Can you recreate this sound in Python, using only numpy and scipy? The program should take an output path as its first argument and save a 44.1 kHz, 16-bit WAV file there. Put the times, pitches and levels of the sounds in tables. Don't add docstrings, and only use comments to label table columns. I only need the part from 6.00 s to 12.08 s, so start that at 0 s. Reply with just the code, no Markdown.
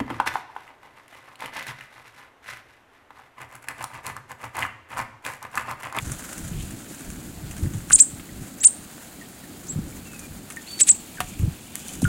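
import sys
import numpy as np
from scipy import signal
from scipy.fft import rfft, irfft
from scipy.io import wavfile
from scipy.ndimage import uniform_filter1d

SR = 44100
rng = np.random.default_rng(int(sys.argv[2]) if len(sys.argv) > 2 else 0)


def put_to_file(sound):
    columns = np.atleast_2d(sound).T
    safe = np.clip(columns, -1, 1)
    whole_steps = np.round(safe * 32767)
    wavfile.write(sys.argv[1], SR, whole_steps.astype(np.int16))


def amplitude_ratio(level_db):
    exponent = np.asarray(level_db, float) / 20
    return 10 ** exponent


N = 268112


def rms_one(x):
    return x / np.sqrt(np.mean(x ** 2) + 1e-20)


def band(x, low_hz, high_hz):
    sos = signal.butter(2, [low_hz, min(high_hz, .45 * SR)], "band", fs=SR, output="sos")
    return signal.sosfilt(sos, x)


def drift(rate_hz):
    r = np.exp(-2 * np.pi * rate_hz / SR)
    slow = signal.lfilter([1], [1, -2 * r, r * r], rng.standard_normal(N + SR))[SR:]
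    return rms_one(slow - slow.mean())


def coloured(x, spectrum):
    hz, level_db = np.transpose(spectrum)
    grid_hz = np.fft.rfftfreq(len(x), 1 / SR) + 1e-3
    gain_db = np.interp(np.log(grid_hz), np.log(hz), level_db, -90, -90)
    return rms_one(irfft(rfft(x) * amplitude_ratio(gain_db), len(x)))


def grains(per_s, spread_db, on_noise):
    sizes = amplitude_ratio(spread_db * np.minimum(rng.exponential(1, N), 5)) * rng.choice([-1, 1], N)
    clicks = sizes * (rng.random(N) < per_s / SR)
    return rms_one(clicks) + on_noise * rng.standard_normal(N)


def add(out, s, sound):
    at = int(s * SR)
    out[at:at + len(sound)] += sound[:N - at]


def bouts(rows, rest_db):
    t, power = np.arange(N) / SR, amplitude_ratio(2 * rest_db)
    for s, level_db, swell_s, ebb_s in rows:
        fall_db = 10 * np.where(t < s, (s - t) / swell_s, (t - s) / ebb_s)
        power = power + amplitude_ratio(2 * (level_db - fall_db))
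    return 10 * np.log10(power)


def bushes(x):
    t = np.arange(SR // 2) / SR
    dying = amplitude_ratio(-60 * t / 0.33) + 2 * amplitude_ratio(-60 * t / .08)
    cloud = rng.standard_normal(len(t)) * dying * (t > .002)
    return signal.fftconvolve(x, cloud / np.sqrt(np.sum(cloud ** 2)))[:N]


# pitch_hz, level_db (per Hz)
HAZE_SPECTRUM = [(200, -14), (400, -16.5), (750, -15), (1000, -20.5), (1500, -20.5), (3300, -24),
                 (4500, -22.5), (5700, -29.5), (8000, -24.5), (11000, -26), (16000, -25.5)]


def haze():
    hiss = [coloured(rng.standard_normal(N), HAZE_SPECTRUM) for _ in range(2)]
    together, out = drift(22), 0
    for k, low_hz in enumerate(310 * 2 ** np.arange(6)):
        breathing = amplitude_ratio(.7 * together + .9 * drift(14))
        out = out + breathing * band(hiss[k % 2], low_hz, 2 * low_hz)
    return amplitude_ratio(-47.5) * rms_one(out)


# pitch_hz, level_db (per Hz)
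RUMBLE_SPECTRUM = [(15, -11), (35, -1.5), (70, -0.5), (110, -3), (200, -2.5)]
# pitch_hz, level_db (per Hz)
HUM_SPECTRUM = [(60, -11), (120, -5.5), (200, 0), (300, -0.5), (400, -11.5), (600, -24.5)]
# height_s, rumble_db, swell_s, ebb_s
PUFFS_OF_AIR = [(.09, -32.5, 0.079, 0.079), (.4, -33.5, 0.041, 0.12), (.54, -30.5, .02, 0.16),
                (.72, -41, 0.036, 0.039), (1.08, -35.5, 0.024, 0.094), (1.45, -34.5, 0.17, 0.3),
                (1.65, -26, 0.051, 0.057), (1.75, -31, 0.056, 0.089), (1.96, -36.5, 0.12, .02),
                (2.15, -44, .04, 0.057), (2.41, -35, 0.089, .04), (3.76, -34.5, 0.075, 0.2),
                (3.93, -42, 0.087, 0.13), (4.37, -38, 0.12, 0.049), (5.21, -38, 0.029, 0.14),
                (5.45, -25, 0.052, 0.044), (5.94, -42, 0.085, 0.035), (6.07, -26.5, 0.061, 0.046)]


def gusts():
    puff_db = bouts(PUFFS_OF_AIR, rest_db=-55)
    rumble = amplitude_ratio(puff_db - 1.5 + 3 * drift(15)) * coloured(rng.standard_normal(N), RUMBLE_SPECTRUM)
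    hum = np.hypot(amplitude_ratio(-45.5 + 1.43 * drift(1.75)), amplitude_ratio(puff_db - 8.5))
    return rumble + hum * amplitude_ratio(1.8 * drift(16)) * coloured(rng.standard_normal(N), HUM_SPECTRUM)


# start_s, level_db
FLYING = [(0.0, -44), (0.3, -43), (0.6, -49.5), (1.07, -46.5), (1.3, -50.5), (1.83, -48), (2.2, -52.5),
          (2.55, -50), (3.05, -50), (3.3, -54), (3.8, -50), (4.4, -52.5), (5.05, -55), (5.6, -56.5),
          (6.08, -48.5)]
# height_s, spray_db, swell_s, ebb_s
BATHING = [
    (0.59, -45.5, .1, 0.18),
    (4.72, -45.5, 0.16, 0.6),
    (5.3, -45.5, 0.094, 0.19),
    (5.78, -48, .1, 0.11),
    (5.93, -43, 0.3, 0.086),
    (6.06, -42.5, 0.047, 0.032),
]


def stir():
    s, level_db = np.transpose(FLYING)
    return np.interp(np.arange(N) / SR, s, level_db), bouts(BATHING, rest_db=-66)


# pitch_hz, level_db (per Hz)
FEATHER_SPECTRUM = [(3000, -12), (5500, -8), (7000, 3), (9000, -1.5), (11000, -4.5), (15500, -18)]


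def rustle(rustle_db, beat_db):
    feathers = coloured(grains(per_s=2000, spread_db=3.5, on_noise=1), FEATHER_SPECTRUM)
    return amplitude_ratio(rustle_db - 0.5 + beat_db) * feathers


# pitch_hz, level_db (per Hz)
SLOSH_SPECTRUM = [(500, -0.5), (1000, -7.5), (1500, 0), (2200, -8), (4000, -15)]


def slosh(flutter_db, beat_db):
    slosh_db = -53.5 + 1.51 * (flutter_db + 50.5)
    pool = coloured(grains(per_s=300, spread_db=3.5, on_noise=1.25), SLOSH_SPECTRUM)
    return amplitude_ratio(slosh_db - 3.0 + beat_db) * pool


def trickle(spray_db):
    clicks = grains(per_s=630, spread_db=4.5, on_noise=0.9)
    dealt, out = rng.integers(0, 8, N), 0
    for k, hz in enumerate(np.geomspace(2350, 3600, 8)):
        r, w = amplitude_ratio(-60 * hz / (40.0 * SR)), 2 * np.pi * hz / SR
        out = out + signal.lfilter([np.sin(w)], [1, -2 * r * np.cos(w), r * r], clicks * (dealt == k))
    level_db = 10 * np.log10(amplitude_ratio(2 * -57) + amplitude_ratio(2 * (spray_db + 5)))
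    return amplitude_ratio(level_db - 9.5) * rms_one(out)


def specks(rustle_db):
    when, size, dull, airy = rng.random((70, 4)).T
    s = when * (N / SR - .1)
    level_db = rustle_db[(s * SR).astype(int)] + 20 + 5 * (2 * size - 1)
    return list(zip(s, level_db, 2 - 20 * dull, -4 - 20 * airy))


# start_s, peak_db, dull_db (re peak), airy_db (re peak)
DROP_TICKS = [(0.023, -17, -10, -16), (0.0486, -26.5, -20, -27), (0.118, -6, -12, -21),
              (0.193, -19, -8, -12), (0.33, -10.5, -9, -10), (0.379, -13, -5, -9), (0.624, -17, -13, -18),
              (0.7073, -20, -2, -17), (0.946, -16, -8, -20), (0.9946, -19, -7, -21),
              (1.102, -12, -8.5, -12), (1.510, -15.5, -6, -7), (1.5657, -21, -6, -18),
              (1.5794, -20, -6, -4), (1.736, -18, -7, -9), (1.9002, -13, -0.5, -24),
              (2.196, -30.5, 9.5, -10), (3.6691, -19, -24, -27), (4.132, -18, -13, -19),
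              (4.1922, -17.5, -6, -15), (4.5017, -13.5, -5, -21), (4.522, -17, -9, -16),
              (4.563, -15, -8, -9), (5.2035, -6.5, 0.5, -29), (5.3915, -19.5, -4, -1),
              (5.754, -11, -6, -29), (5.883, -9, -27, -12), (5.927, -35, -16, -22),
              (6.0184, -10.5, -22, -20), (6.042, -9, -9, -23)]


def ticks(rustle_db):
    out, t = np.zeros(N), np.arange(SR // 16) / SR
    sharpness = 0.56
    click = amplitude_ratio(-60 * t / 0.0033)
    spray = (1 - np.exp(-t / 0.00061)) * amplitude_ratio(-60 * t / 0.066)
    shape = sharpness * click + 0.37 * (1 - sharpness) * spray
    for s, peak_db, dull_db, airy_db in list(DROP_TICKS) + specks(rustle_db):
        burst = rng.standard_normal(len(t)) * shape
        bright = band(burst, 5500, 10000) + .3 * band(burst, 3300, 5500)
        parts = [bright, band(burst, 1100, 3300), band(burst, 10500, 16000)]
        bright, dull, airy = [p / np.abs(p).max() for p in parts]
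        tick = bright + amplitude_ratio(dull_db) * dull + amplitude_ratio(airy_db) * airy
        add(out, s + 0.00048, amplitude_ratio(peak_db - 9.5) * tick)
    return out


# start_s, peak_db, pitch_hz
WING_STROKES = [(0.024, -22, 129), (0.115, -18.5, 129), (0.514, -18, 149), (1.09, -43, 242),
                (1.435, -24, 113), (1.627, -13, 79.5), (1.666, -11, 132), (1.736, -20, 167),
                (1.749, -14, 106), (2.137, -29, 116), (2.382, -29, 96), (3.728, -25, 141),
                (3.758, -14, 154), (3.774, -17, 112), (3.788, -13, 192), (5.396, -14.5, 88),
                (5.423, -16, 85.5), (5.432, -9.5, 135), (5.46, -18, 80), (5.477, -11, 141),
                (5.499, -25, 76), (6.016, -43, 191), (6.029, -6.5, 226), (6.041, -5, 134)]


def wings():
    out = np.zeros(N)
    for s, peak_db, hz in WING_STROKES:
        cycles = np.arange(int(4 * SR / hz)) * hz / SR
        swell = 2.0 * cycles / 0.84 * np.exp(-cycles / 0.58)
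        swing = np.sin(2 * np.pi * cycles + rng.uniform(0, 2 * np.pi))
        add(out, s, amplitude_ratio(peak_db + 1.0) * swell * swing)
    return out


# start_s, peak_db
WOOD_SNAPS = [
    (.1205, -22),
    (.3797, -28),
    (1.0925, -32),
    (1.5112, -30),
    (4.744, -30),
    (5.1575, -30),
    (5.2052, -9),
    (5.7525, -26),
    (5.7556, -8),
    (5.8838, -27),
]


def snaps():
    clicks, pulse = np.zeros(N), np.array([1, -.6])
    for s, peak_db in WOOD_SNAPS:
        add(clicks, s, amplitude_ratio(peak_db + 4.5) * pulse)
        add(clicks, s + 0.00084, amplitude_ratio(peak_db - 18) * pulse)
    return band(clicks, 1500, 13000) + band(clicks, 6300, 10200)


# start_s, peak_db, pitch_hz, t60_s
BUBBLES = [(1.9076, -16.5, 1444, 0.012), (1.909, -26, 1120, 0.012), (1.6603, -36, 1660, 0.01),
           (4.707, -45, 3270, 0.028), (5.863, -41, 1500, 0.016), (6.02, -36, 645, 0.023),
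           (4.805, -39, 370, 0.053), (2.628, -38, 1850, 0.017), (3.212, -49.5, 1835, 0.087),
           (3.4366, -47, 1750, 0.057), (4.134, -41.5, 1340, 0.017), (4.5698, -36.5, 1796, 0.055),
           (5.172, -43.5, 1660, 0.12), (5.184, -41.5, 1520, 0.043), (5.205, -19.5, 1120, 0.01),
           (5.205, -28, 725, 0.064), (2.291, -47.5, 1890, 0.035), (3.925, -49.5, 2180, 0.026),
           (5.206, -28, 955, 0.026), (5.7548, -33, 1790, 0.0062), (5.8915, -39, 2940, 0.022),
           (6.043, -41, 3080, 0.027), (6.0518, -24, 1418, 0.058)]


def plops():
    out, t = np.zeros(N), np.arange(SR // 8) / SR
    wobble_db = 3 * np.tile(drift(150), 2)
    for s, peak_db, hz, t60_s in BUBBLES:
        pitch_hz = hz * (1 + 0.11 * np.exp(-t / 0.0026) + 0.2 * t)
        rough_db = wobble_db[int(s * SR) - len(t) // 2:][:len(t)]
        shape = (1 - np.exp(-t / 0.00042)) * amplitude_ratio(-60 * t / t60_s + rough_db)
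        add(out, s, amplitude_ratio(peak_db + 8.5) * shape * np.sin(2 * np.pi * np.cumsum(pitch_hz) / SR))
    return out


# start_s, length_s, level_db
HOARSE_BREATHS = [
    (1.912, 0.026, -17.5),
    (1.976, 0.03, -20.5),
    (2.629, 0.021, -15.5),
    (4.794, 0.025, -14.5),
    (4.861, 0.047, -18),
]


def rasps():
    out, white = np.zeros(N), rng.standard_normal(N)
    breath = rms_one(band(band(white, 7000, 10000), 7000, 10000))
    breath += amplitude_ratio(-10.5) * rms_one(band(white, 1900, 4600))
    breath += amplitude_ratio(-19) * rms_one(band(white, 9500, 14500))
    for s, length_s, level_db in HOARSE_BREATHS:
        n = int(length_s * SR)
        swell = np.sqrt(np.linspace(0, 1, n)) * signal.windows.tukey(n, .7)
        add(out, s, amplitude_ratio(level_db) * swell * breath[int(s * SR):][:n])
    return out


def arch(s, held, crest_hz, level_db, run_up, share, shoulder_db, crest_db, closing_db, crest):
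    open_hz = 7210
    climb_s, climb_hz = .0055, 4335
    foot_hz = max(climb_hz - 270000 * (run_up - climb_s), 1692)
    bend_hz = foot_hz + 0.33 * (climb_hz - foot_hz)
    shoulder_hz = open_hz + share * (crest_hz - open_hz)
    shut = s + held
    return [(s - run_up, foot_hz, -41),
            (s - .5 * (run_up + climb_s), bend_hz, -31),
            (s - climb_s, climb_hz, -26),
            (s, open_hz, level_db),
            (s + 0.25 * held, shoulder_hz, level_db + shoulder_db),
            (s + crest * held, crest_hz, level_db + crest_db),
            (shut, open_hz, level_db + closing_db),
            (shut + .0015, 6100, -28 + closing_db),
            (shut + .0085, 2200, -35 + closing_db)]


def whistle(s, length, hz, level_db, rise, sag_hz, fade_db):
    held = length - rise - .008
    tired_hz, tired_db = hz - sag_hz * held, level_db - fade_db * held
    return [(s, .6 * hz, level_db - 25),
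            (s + .5 * rise, .9 * hz, level_db - 5),
            (s + rise, hz, level_db),
            (s + rise + held, tired_hz, tired_db),
            (s + length, .97 * tired_hz, tired_db - 25)]


# multiple, level_db (at 3 kHz pitch)
VOICE_OVERTONES = [(2, 0), (3, -8), (4, -12)]


def chirp(rows, overtones_db, unsteady_db):
    s, hz, level_db = np.transpose(rows)
    t = np.arange(s[0], s[-1], 1 / SR)
    hz = uniform_filter1d(np.interp(t, s, hz), size=110, mode="nearest")
    level_db = uniform_filter1d(np.interp(t, s, level_db), size=30, mode="nearest")
    phase = 2 * np.pi * np.cumsum(hz) / SR
    tone = np.sin(phase)
    for k, step_db in VOICE_OVERTONES:
        beak_db = 12 * np.exp(-((k * hz - 8000) / 2200) ** 2)
        gain_db = overtones_db + step_db - 8 * (hz / 1000 - 3) + beak_db
        tone += amplitude_ratio(gain_db) * np.sin(k * phase) * (k * hz < .45 * SR)
    flutter_db = unsteady_db * drift(60)[:len(t)]
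    return amplitude_ratio(level_db + flutter_db) * tone * signal.windows.tukey(len(t), .08)


# open_s (beak opens), held_s (stays open), crest_hz, level_db, run_up_s
ARCHED_CHIRPS = [
    (1.933, .025, 9350, 0.5, 0.01),
    (2.003, .0215, 9050, 2.5, 0.017),
    (2.649, 0.024, 8910, -1.5, .015),
    (4.813, .0205, 7990, -5.5, .024),
    (4.891, .024, 8170, -3, 0.014),
]
# shoulder_share (of the climb, 0-1), shoulder_db, crest_db, closing_db (re its level),
# crest_share (of the open time)
ARCH_MANNERS = [
    (0.6, 1, -9, 2, .82),
    (0.3, 4, -4.5, -9.5, 0.665),
    (.8, 0.5, 3.5, -1.5, .78),
    (.97, 2.5, -6, -3, 0.96),
    (0.77, 0.5, -2, -1.5, 0.73),
]
# start_s, length_s, held_hz, level_db, rise_s
FAR_WHISTLES = [
    (2.599, .041, 7750, -21, .018),
    (3.678, .055, 7680, -27, .018),
    (4.654, .14, 4530, -36, .034),
    (4.832, .17, 4460, -47, .002),
    (3.94, .10, 2500, -56, .08),
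    (4.045, .225, 2720, -51, .012),
]
# sag_hz_per_s, fade_db_per_s
WHISTLE_TIRING = [
    (0, 0),
    (1500, 80),
    (450, 50),
    (400, 50),
    (0, 0),
    (1650, -15),
]
# echo_lag_s, echo_db (off the water), scatter_db (bushes), overtones_db
CHIRP_PLACES = [(.0012, -3, -13, -6), (.0012, -3, -12, 2), (.0013, -5, -14, -6), (.0016, -8, -16, -3),
                (.0011, -5, -13, -6), (.002, -12, -8, -8), (.003, -5, -5, -14), (.006, -6, -4, -28),
                (.006, -6, -2, -28), (.003, -8, -4, -34), (.003, -8, -4, -34)]


def birds():
    near, far = rasps(), np.zeros(N)
    calls = [arch(*a, *manner) for a, manner in zip(ARCHED_CHIRPS, ARCH_MANNERS)]
    calls += [whistle(*w, *tiring) for w, tiring in zip(FAR_WHISTLES, WHISTLE_TIRING)]
    for rows, (lag_s, echo_db, wet_db, overtones_db) in zip(calls, CHIRP_PLACES):
        voice = chirp(rows, overtones_db, 4.5 + 0.3 * wet_db) / (1 + amplitude_ratio(echo_db))
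        start_s = rows[0][0]
        add(near, start_s, voice)
        add(near, start_s + lag_s, amplitude_ratio(echo_db) * voice)
        add(far, start_s, amplitude_ratio(wet_db) * voice)
    return near + bushes(far)


def scene():
    flutter_db, spray_db = stir()
    rustle_db = 10 * np.log10(amplitude_ratio(2 * flutter_db) + amplitude_ratio(2 * spray_db))
    beat_db = 2.2 * drift(25)
    air = haze() + gusts() + wings()
    feathers = rustle(rustle_db, beat_db) + slosh(flutter_db, beat_db)
    water = trickle(spray_db) + ticks(rustle_db) + snaps() + plops()
    wet = amplitude_ratio(-12) * bushes(water)
    return (air + feathers + water + wet + birds())[None]


def roll_off(x):
    return signal.sosfilt(signal.butter(12, 17000, fs=SR, output="sos"), x)


def record(dry):
    fine = signal.resample_poly(dry, up=2, down=1, axis=1)
    size = np.abs(fine)
    soft = .45 + .27 * np.tanh((size - .45) / .27)
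    rounded = np.sign(fine) * np.where(size < .45, size, soft)
    low_pass = signal.cheby2(14, 50, 1.03 * 16000, fs=SR, output="sos")
    mix = signal.sosfilt(low_pass, signal.resample_poly(rounded, up=1, down=2, axis=1))
    return roll_off(mix)


dry = scene()
out = record(dry)
put_to_file(out)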